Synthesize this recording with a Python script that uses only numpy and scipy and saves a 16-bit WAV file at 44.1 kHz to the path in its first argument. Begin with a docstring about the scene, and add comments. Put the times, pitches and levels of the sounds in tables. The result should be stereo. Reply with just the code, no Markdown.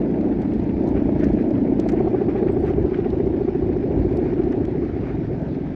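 """Two ribbon-strung bows on a large kite, overhead in strong wind. Each ribbon swings about 14 times
a second and sheds a short vortex tone on every forward and return stroke; the bows drift against
each other. The sail rustles, flaps, snaps and crinkles. Wind rumbles and rushes over the field, with
brief low hums in it. A low throb and a thin far tone come up near the end."""
import sys
import numpy as np
from scipy import signal
from scipy.fft import rfft, irfft, next_fast_len
from scipy.io import wavfile
from scipy.ndimage import uniform_filter1d, map_coordinates

SR = 44100
rng = np.random.default_rng(int(sys.argv[2]) if len(sys.argv) > 2 else 0)


def int16_out(signal):
    """Quantize to a 16-bit WAV file."""
    q = np.round(np.clip(np.atleast_2d(signal).T, -1, 1) * 32767)
    wavfile.write(sys.argv[1], SR, q.astype(np.int16))


N = 253569
TIME_S = np.arange(N) / SR

FRONT_SWING_HZ, REAR_SWING_HZ = 14.19, 13.94
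# Forward strokes. Each row: time in seconds, shed tone in Hz, relative level in dB.
FRONT_STROKES = [(0, 300.7, -19), (.41, 283, -18), (.82, 298, -15.5), (1.23, 309.7, -13.5),
                 (1.65, 296, -13.5), (1.9, 351, -13), (2.1, 383.5, -14), (2.36, 388.7, -15),
                 (2.65, 381, -15.5), (3.1, 381, -15.5), (3.7, 367, -15.5), (4.4, 364.4, -16),
                 (4.75, 374, -19), (5.15, 366, -28), (5.75, 331, -30)]
REAR_STROKES = [(0, 208.4, -20.5), (1.2, 216.4, -17), (1.9, 222, -19.5), (2.4, 209.7, -22.5),
                (3, 236.4, -24.5), (4.2, 246.6, -22), (4.8, 265, -25), (5.75, 275, -23)]
# Lag of the shedding behind a steady swing. Each row: time in seconds, lag in ms.
FRONT_LAG = [(0, 34.3), (.5, 34.4), (.8, 35.7), (1.1, 35.9), (1.6, 33.2), (2.3, 33.4), (2.9, 31.7),
             (3.35, 31.1), (4.4, 33.2), (5.75, 34.4)]
REAR_LAG = [(0, 49.5), (1.15, 54.2), (2.3, 54.2), (3.3, 50.4), (4.2, 53.5), (5, 52.5), (5.75, 49.5)]
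# Front ribbon's bursts. Each row: time, forward width, return delay, all in seconds.
FRONT_BURSTS = [(0, 0.0035, -0.0013), (1.7, 0.0042, -0.00097), (2.0, 0.0047, 0.0025), (2.6, 0.006, -.001),
                (5.75, 0.0065, 0.0021)]
def bows():
    """Two swinging ribbons. Forward strokes are faster than returns, so higher and louder."""
    width_s, return_delay_s = curves(FRONT_BURSTS, swing_starts(FRONT_SWING_HZ))
    front_returns = return_strokes(FRONT_STROKES, start_hz=282, pitch_share=.49, mean_db=-20.5)
    rear_returns = return_strokes(REAR_STROKES, start_hz=209, pitch_share=.7, mean_db=-24.5)
    forward, forward_swell = strokes(FRONT_STROKES, FRONT_SWING_HZ, FRONT_LAG, delay_s=.0015,
                                     width_s=width_s, glide_per_s=7.1, bright_db=2, slip_cycles=.04)
    back, back_swell = strokes(front_returns, FRONT_SWING_HZ, FRONT_LAG, delay_s=return_delay_s,
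                               width_s=.0056, glide_per_s=16, bright_db=-9, slip_cycles=.17,
                               offset_swings=.54)
    rear_forward, _ = strokes(REAR_STROKES, REAR_SWING_HZ, REAR_LAG, delay_s=.00063,
                              width_s=.0063, glide_per_s=1.3, bright_db=3.5, slip_cycles=.0045)
    rear_back, _ = strokes(rear_returns, REAR_SWING_HZ, REAR_LAG, delay_s=.00072, width_s=.004,
                           glide_per_s=.82, bright_db=-10, slip_cycles=.012, offset_swings=-.5)
    front = (forward - back) * stereo_gain(.3, -.3)  # the return sheds in the opposite sense
    rear = (rear_forward + rear_back) * stereo_gain(-.3, .3)
    return front + rear + torn_air(forward_swell, back_swell)


def swing_starts(swing_hz):
    """Column of swing start times in seconds."""
    return np.arange(int(N / SR * swing_hz) + 2)[:, None] / swing_hz


def return_strokes(forward, start_hz, pitch_share, mean_db):
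    """Return stroke rows, following the forward stroke's changes of pitch and level."""
    s, hz, db = np.transpose(forward)
    return np.transpose([s, start_hz + pitch_share * (hz - hz[0]), mean_db + db - db.mean()])


PITCH_SCATTER, LEVEL_SCATTER_DB, TIMING_SCATTER_S = .008, .7, .001
TWELFTH_DB, OVERTONE_FADE_DB_PER_S = -15.5, 903
# Edge of the ribbons' sound. Each row: time in seconds, relative octave and rasp levels in dB.
RIBBON_BITE = [(0, -28.5, -43.5), (.8, -19.5, -56), (1.1, -13, -48), (1.3, -14, -47.5), (1.8, -20, -51.5),
               (2.0, -14.5, -45), (2.35, -18, -46), (2.6, -22, -49.5), (4.3, -25, -52), (5.75, -27, -54.5)]
def strokes(rows, swing_hz, lag, delay_s, width_s, glide_per_s, bright_db, slip_cycles, offset_swings=0):
    """One vortex burst a swing, swelling and gliding with ribbon speed. Returns sound and envelope."""
    start_s = swing_starts(swing_hz)
    hz, db = curves(rows, start_s)
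    octave_db, _ = curves(RIBBON_BITE, start_s)
    centre_s = start_s + curves(lag, start_s)[0] / 1000 + offset_swings / swing_hz
    timing, pitch, size, slip, colour_db = rng.standard_normal((len(start_s), 5, 1)).transpose(1, 0, 2)
    t = np.arange(-1500, 1500) / SR
    stroke_hz = hz * (1 + PITCH_SCATTER * pitch)
    phase = 2 * np.pi * (stroke_hz * (t + glide_per_s * t ** 2 / 2) + slip_cycles * slip)
    shape = np.hanning(len(t)) * gaussian(t - delay_s - TIMING_SCATTER_S * timing, width_s)
    swell = amp(LEVEL_SCATTER_DB * size) * shape
    flicker = unit(signal.lfilter(*signal.butter(4, 250, fs=SR), rng.standard_normal(phase.shape)))
    overtones = np.sin(2 * phase + 1) + amp(TWELFTH_DB) * np.sin(3 * phase + 2)
    overtone_db = octave_db + bright_db + colour_db + 2 * np.tanh(flicker) - OVERTONE_FADE_DB_PER_S * t
    tone = np.sin(phase) + amp(overtone_db) * overtones
    onset_s = centre_s[:, 0] + t[0]
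    return place(amp(db + 2) * swell * tone, onset_s), place(swell, onset_s)


TEAR_DB, TEAR_LEAD_S = -25, .0026
# Torn air. Each row: frequency in Hz, relative density in dB.
TEAR_SPECTRUM = [(380, -39.5), (520, -2), (760, 1.5), (950, -8), (1200, -29), (2000, -120)]
def torn_air(forward_swell, back_swell):
    """The front ribbon tears the air: a rasp going forward, a lower noise just ahead of each tone."""
    _, rasp_db = curves(RIBBON_BITE, TIME_S)
    _, stroke_db = curves(FRONT_STROKES, TIME_S)
    rasp = amp(rasp_db) * forward_swell ** 1.5 * noise(RUSTLE_SPECTRUM, patchy_db=4)
    early_swell = np.interp(TIME_S + TEAR_LEAD_S, TIME_S, forward_swell + .55 * back_swell)
    return rasp + amp(stroke_db + TEAR_DB) * early_swell * noise(TEAR_SPECTRUM, patchy_db=3.5)


RUSTLE_DB, HISS_DB = -50, -65
# Cloth noise; the rustle also colours the ribbon's rasp. Each row: Hz, relative density in dB.
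RUSTLE_SPECTRUM = [(590, -20.5), (1000, 4.5), (1240, 4), (1660, 4.5), (2290, 1), (3050, -12.5), (3960, -41),
                   (6710, -120)]
HISS_SPECTRUM = [(2200, -21), (3000, -4.5), (3400, -2.5), (5000, -8), (6500, -16.5), (7800, -25),
                 (8400, -43.5), (9000, -78.5), (17000, -120)]
# Gusts on the sail. Each row: centre in seconds, width in seconds, rustle boost in dB.
SAIL_GUSTS = [(0.98, 0.02, 4.5), (1.233, 0.032, 9), (1.396, .03, 3.5), (1.998, 0.05, 3), (2.201, 0.03, 3.5),
              (2.31, 0.015, 6.5), (2.383, 0.016, 7.5), (2.484, 0.01, 5), (2.676, 0.0237, 8),
              (2.962, .03, 5.5), (4.299, 0.18, 2), (5.062, 0.063, 4)]
def sail_rustle():
    """The cloth rustles and hisses in shared quick flurries, and swells in short gusts."""
    gust_db = sum(db * gaussian(TIME_S - s, width_s) for s, width_s, db in SAIL_GUSTS)
    flurry_db = .5 * wobble(25) + 1.3 * wobble(160)
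    rustle = unit(amp(flurry_db) * noise(RUSTLE_SPECTRUM, patchy_db=1.5))
    hiss = unit(amp(.76 * flurry_db) * noise(HISS_SPECTRUM, patchy_db=1.5))
    return amp(RUSTLE_DB + gust_db) * rustle + amp(HISS_DB + .59 * gust_db) * hiss


FLAP_HZ, FLAP_RISE_S, FLAP_T60_S = 1700, .002, .04
# Side cloth flaps. Each row: time in seconds, relative level in dB.
CLOTH_FLAPS = [(.143, -35.5), (0.21, -39), (0.327, -39), (.52, -35.5), (.693, -31.5), (0.9658, -31),
               (1.232, -29), (1.286, -33), (1.3872, -35), (1.5536, -33), (1.8903, -23), (1.9784, -33),
               (2.128, -41.5), (2.2855, -32.5), (2.366, -35), (2.484, -31.5), (2.6698, -33.5), (2.701, -37),
               (2.736, -32.5), (2.9437, -25), (3.0459, -32.5), (3.7247, -38), (4.528, -32.5), (5.0502, -41),
               (5.0926, -36)]
def sail_flaps():
    """The side cloth whips over: soft puffs of rustle, partly different in each channel."""
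    puffs = np.zeros((2, N))
    t = np.arange(SR // 8) / SR
    for s, db in CLOTH_FLAPS:
        envelope = amp(db - 3.5 - 60 * t / FLAP_T60_S) * (1 - np.exp(-t / FLAP_RISE_S))
        common = band(FLAP_HZ, q=.91, size=len(t))
        for channel in puffs:
            puff = common + .6 * band(FLAP_HZ, q=.82, size=len(t))
            channel += place([envelope * puff], [s - FLAP_RISE_S])
    return filtered(puffs, lambda hz: lowpass(hz, 3000, 6) / (1 + (650 / (hz + 1)) ** 4))


TICKS_PER_S, TICK_DB, TICK_HZ, TICK_T60_S = 9, -69, 4800, .015
CRACK_RISE_S, SNAP_TOP_HZ = .0011, 10500
# Short cracks. Each row: start in seconds, relative level in dB, band centre in Hz, T60 in seconds.
EDGE_SNAPS = [(.111, -58, 5800, .015), (.21, -50.5, 4200, 0.016), (.418, -46.5, 3000, 0.033),
              (.535, -46.5, 3000, 0.02), (.536, -65, 6000, .02), (.596, -53, 3580, 0.017),
              (.637, -55, 5960, .02), (.834, -55, 5030, 0.066), (.874, -46, 5770, 0.011),
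              (.889, -42, 5900, 0.008), (1.025, -56, 6040, 0.014), (1.188, -61, 5050, 0.015),
              (1.197, -47, 2500, 0.019), (1.242, -42, 5850, 0.023), (1.291, -51, 5960, 0.014),
              (1.33, -52.5, 4880, 0.023), (1.413, -50, 2770, 0.013), (1.506, -53.5, 5300, 0.026),
              (1.878, -54, 9100, 0.015), (1.797, -37.5, 5860, 0.024), (1.885, -50, 2300, .012),
              (1.888, -36, 5400, 0.0089), (1.892, -44.5, 6450, 0.038), (1.92, -45.5, 6300, 0.016),
              (2.699, -52, 5200, 0.023), (3.103, -43, 4400, 0.017), (3.182, -53.5, 5170, .02),
              (3.259, -55, 5170, .03), (3.771, -55, 5000, .02), (4.11, -53, 2400, 0.025),
              (4.17, -45.5, 5280, 0.023), (4.17, -49, 9500, .015), (4.434, -55, 4670, 0.042),
              (4.522, -51, 5430, 0.018), (4.652, -43, 3300, 0.014)]
TOP_SIZZLES = [(.906, -63, 14200, 0.047), (1.023, -71, 13800, .03), (1.051, -69, 14400, .03),
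               (1.074, -66, 14300, .035), (1.132, -71, 13500, .03), (1.243, -70, 13300, .04),
               (1.3, -72, 14000, .03), (1.505, -64, 14500, .03), (1.562, -76, 14900, 0.053),
               (1.797, -61, 12800, .025), (1.877, -70, 12500, 0.017), (1.892, -64, 12800, .03),
               (2.523, -65, 14900, .07), (2.563, -64, 14900, 0.054), (2.602, -62, 14800, 0.044),
               (2.63, -63, 14400, .03), (2.67, -68, 13100, 0.037), (2.692, -67, 15300, .05),
               (2.778, -64, 13000, 0.025), (4.169, -73, 12500, 0.029)]
LEFT_CHINKS = [(2.52, -56, 7900, 0.083), (2.523, -69, 8800, .04), (2.603, -52, 8850, 0.024),
               (2.668, -62, 7950, 0.055), (2.777, -64, 9940, .02)]
def sail_snaps():
    """A loose edge cracks taut, among random ticks, crisp sizzles and thin chinks on the left."""
    draws = rng.random((int(TICKS_PER_S * N / SR), 3))
    ticks = [(when * N / SR, TICK_DB + 12 * size, TICK_HZ * (.73 + .84 * pitch), TICK_T60_S)
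             for when, size, pitch in draws]
    cloth = cracks(EDGE_SNAPS + ticks, q=3, body_db=2, body_hz=3200)
    cloth = filtered(cloth, lambda hz: lowpass(hz, SNAP_TOP_HZ, 6))
    sizzles = cracks(TOP_SIZZLES, q=20, body_db=-4, body_hz=9800)
    chinks = cracks(LEFT_CHINKS, q=14, body_db=-23, body_hz=11000)
    return cloth + sizzles + chinks * stereo_gain(4, -12)


def cracks(rows, q, body_db, body_hz):
    """Decaying noise in a band at each row's pitch, plus a broad body."""
    out = np.zeros(N)
    t = np.arange(SR // 10) / SR
    for s, db, hz, t60_s in rows:
        envelope = amp(-60 * t / t60_s) * (1 - np.exp(-t / CRACK_RISE_S))
        burst = band(hz, q, size=len(t)) + amp(body_db) * band(body_hz, q=.86, size=len(t))
        out += place([amp(db - 9) * envelope / envelope.max() * burst], [s])
    return out


# Crinkle colour. Each row: frequency in Hz, relative density in dB.
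CRINKLE_SPECTRUM = [(8000, -59), (8800, -0.5), (9800, 2), (11000, -4.5), (11500, -19), (12600, -27),
                    (13000, -61), (14000, -120)]
# Crinkle flurries. Each row: time in seconds, level in dB.
CRINKLE_LEVELS = [(0, -100), (.8, -98), (1, -85.5), (1.35, -88), (1.6, -98.5), (1.93, -80), (2.05, -100),
                  (2.5, -99), (2.63, -85), (2.75, -86), (2.9, -102), (4.1, -93), (5.75, -96.5)]
def crinkle():
    """Faint, spiky crinkling in the top treble."""
    level_db = curves(CRINKLE_LEVELS, TIME_S)[0]
    spikes = amp(2.5 * wobble(30) + 2.5 * wobble(200))
    return amp(level_db) * unit(spikes * noise(CRINKLE_SPECTRUM, patchy_db=3))


# Wind strength. Each row: time in seconds, rumble in dB, rush in dB.
WIND_LEVELS = [(0, -33.5, -20.5), (.6, -29.5, -25.5), (.95, -26, -23), (1.35, -23.5, -23.5),
               (1.41, -35, -27.5), (1.5, -35, -23), (1.56, -26.5, -25.5), (2.05, -30.5, -22.5),
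               (2.25, -31, -24), (2.5, -32.5, -23), (2.74, -22.5, -24.5), (2.92, -28, -26),
               (3.36, -26.5, -24), (3.45, -28.5, -27.5), (4.02, -25, -24.5), (4.3, -28, -25),
               (5, -28.5, -27.5), (5.75, -32.5, -28.5)]
# Wind colour. Each row: frequency in Hz, relative density in dB.
RUMBLE_SPECTRUM = [(13, -46), (22, -20.5), (54, 5), (166, 2.5), (200, -3), (260, -31), (440, -120)]
RUSH_SPECTRUM = [(90, -17), (140, -12), (200, -8), (300, -1), (380, -4), (480, -12), (760, -18),
                 (950, -25.5), (1200, -54), (1600, -80), (3000, -140)]
def wind():
    """Low buffeting under a broad rush."""
    rumble_db, rush_db = curves(WIND_LEVELS, TIME_S)
    rumble = unit(amp(.2 * wobble(11)) * noise(RUMBLE_SPECTRUM, patchy_db=1.5))
    rush = amp(.23 * wobble(4.7)) * noise(RUSH_SPECTRUM, patchy_db=2)
    return amp(rumble_db) * rumble + amp(rush_db) * rush


HUM_SAG_PER_S = .021
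# Hums in the rumble. Each row: centre in seconds, half length in seconds, pitch in Hz, level in dB.
LOW_HUMS = [(1.194, 0.17, 56.3, -29.5), (2.33, 0.22, 123.7, -30), (4.058, 0.055, 62.8, -29),
            (4.918, 0.14, 119, -39.5)]
def low_hums():
    """Fuzzy low tones swell, sag in pitch and fade."""
    fuzz = 1.6 + wobble(16) + 1j * wobble(16)
    out = np.zeros(N)
    for centre_s, half_s, hz, db in LOW_HUMS:
        t = TIME_S - centre_s
        tone = np.exp(2j * np.pi * hz * (t - HUM_SAG_PER_S * t ** 2 / 2))
        swell = np.exp(-(t / half_s) ** 4 / 2)
        out += amp(db) * swell * unit((fuzz * tone).real)
    return out


THROB_RATE_HZ, THROB_LAG_MS = 21.4, 5.6
# Throb beats. Each row: time in seconds, pitch in Hz, relative level in dB.
THROB_BEATS = [(0, 161.7, -67.5), (4.7, 158.7, -61), (5.1, 154.6, -21.5), (5.4, 154, -21.5),
               (5.75, 171, -23.5)]
def throb():
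    """A beat, deeper and faster than the bows, comes up near the end."""
    return strokes(THROB_BEATS, THROB_RATE_HZ, [(0, THROB_LAG_MS)], delay_s=0,
                   width_s=.004, glide_per_s=0, bright_db=-23, slip_cycles=.037)[0]


def far_tone(start_s=4.8, from_hz=1320, toward_hz=1650, settle_s=.55, fade_in_s=.1):
    """A thin, unsteady tone on the left climbs and levels off."""
    since_s = np.clip(TIME_S - start_s, 0, None)
    hz = toward_hz - (toward_hz - from_hz) * np.exp(-since_s / settle_s)
    tone = np.sin(2 * np.pi * np.cumsum(hz + 3 * wobble(30)) / SR)
    envelope = (1 - np.exp(-since_s / fade_in_s)) * amp(1.5 * wobble(17))
    return envelope * tone * stereo_gain(-57, -65)


# Stereo likeness of the noise. Each row: frequency in Hz, left-right correlation.
NOISE_CORRELATION = [(60, 0.78), (110, 1), (210, 0.84), (390, 0.99), (740, 0.34), (1390, 0.27),
                     (2600, 0.97)]
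def noise(spectrum, patchy_db):
    """Stereo noise at rms 1, with random gain patches in time and frequency."""
    def mid_side_gains(hz):
        angle = np.arccos(np.clip(along(NOISE_CORRELATION, hz), -1, 1)) / 2
        return amp(along(spectrum, hz)) * [np.cos(angle), np.sin(angle)]

    bins = signal.stft(rng.standard_normal((2, N + 512)), nperseg=512)[2]
    patches = uniform_filter1d(rng.standard_normal(bins.shape[1:]), size=6, axis=0)
    patches = uniform_filter1d(patches, size=8, axis=1)
    pair = signal.istft(bins * amp(patchy_db * unit(patches)), nperseg=512)[1][:, :N]
    mid, side = filtered(pair, mid_side_gains)
    return unit(np.array([mid + side, mid - side]))


def band(hz, q, size):
    """Noise around hz at rms 1."""
    peak = signal.iirpeak(hz, q, SR)
    return unit(signal.lfilter(*peak, signal.lfilter(*peak, rng.standard_normal(size))))


def wobble(rate_hz):
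    """Smooth random curve, rate_hz knots a second."""
    knots = rng.standard_normal(int(N * rate_hz / SR) + 4)
    return map_coordinates(knots, [TIME_S * rate_hz])


def place(sounds, starts_s):
    """Sum of short sounds, each at its start time."""
    sounds = np.asarray(sounds)
    at = np.round(np.asarray(starts_s) * SR).astype(int)[:, None] + np.arange(sounds.shape[1])
    inside = (at >= 0) & (at < N)
    return np.bincount(at[inside], sounds[inside], N)


def filtered(x, response):
    """x through a complex frequency response."""
    size = next_fast_len(N + SR // 2)
    return irfft(rfft(x, size) * response(np.fft.rfftfreq(size, 1 / SR)), size)[..., :N]


def curves(rows, s):
    """Each column after the time, interpolated at times s."""
    knots, *columns = np.transpose(rows)
    return [np.interp(s, knots, column) for column in columns]


def along(points, hz):
    """(Hz, value) points interpolated on a log axis."""
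    knots_hz, values = np.transpose(points)
    return np.interp(np.log(hz + 1), np.log(knots_hz + 1), values)


def lowpass(hz, corner_hz, order):
    return 1 / (1 + (hz / corner_hz) ** order)


def gaussian(t, width_s):
    return np.exp(-(t / width_s) ** 2 / 2)


def amp(db):
    return 10 ** (np.asarray(db) / 20)


def stereo_gain(left_db, right_db):
    return amp([[left_db], [right_db]])


def unit(x):
    """x at rms 1."""
    return x / np.sqrt(np.mean(x ** 2) + 1e-20)


def scene():
    """Kite and wind in the open air, no walls."""
    return (bows() + wind() + low_hums() + sail_rustle() + sail_flaps() + sail_snaps()
            + far_tone() + throb() + crinkle())


WHINE_HZ, WHINE_DB, TOP_HZ, END_FADE_S = 12000, -66.5, 15800, .004
# Microphone balance. Each row: frequency in Hz, left minus right in dB.
MIC_BALANCE = [(60, 0.5), (140, -0.5), (320, -3.5), (740, -1.5), (1130, -1.5), (2000, 0.5), (6000, 0),
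               (9000, -6)]
# Microphone phase. Each row: frequency in Hz, left lead in radians.
MIC_PHASE = [(500, 0), (690, -.2), (950, 1), (1290, 0), (1890, -.3), (2760, 0)]
def record(dry):
    """Two band-limited microphones, unlike in colour and phase; a faint whine rides on the sound."""
    def microphones(hz):
        split = np.array([[.5], [-.5]])
        gain = amp(split * along(MIC_BALANCE, hz)) * lowpass(hz, TOP_HZ, 80)
        return gain * np.exp(1j * split * along(MIC_PHASE, hz))

    whine = 1 + amp(WHINE_DB) * np.sin(2 * np.pi * WHINE_HZ * TIME_S)
    from_edge_s = np.minimum(TIME_S, TIME_S[::-1])
    fades = np.sin(np.pi / 2 * np.clip(from_edge_s / END_FADE_S, 0, 1)) ** 2
    return filtered(dry * whine * fades, microphones)


dry = scene()
out = record(dry)
int16_out(out)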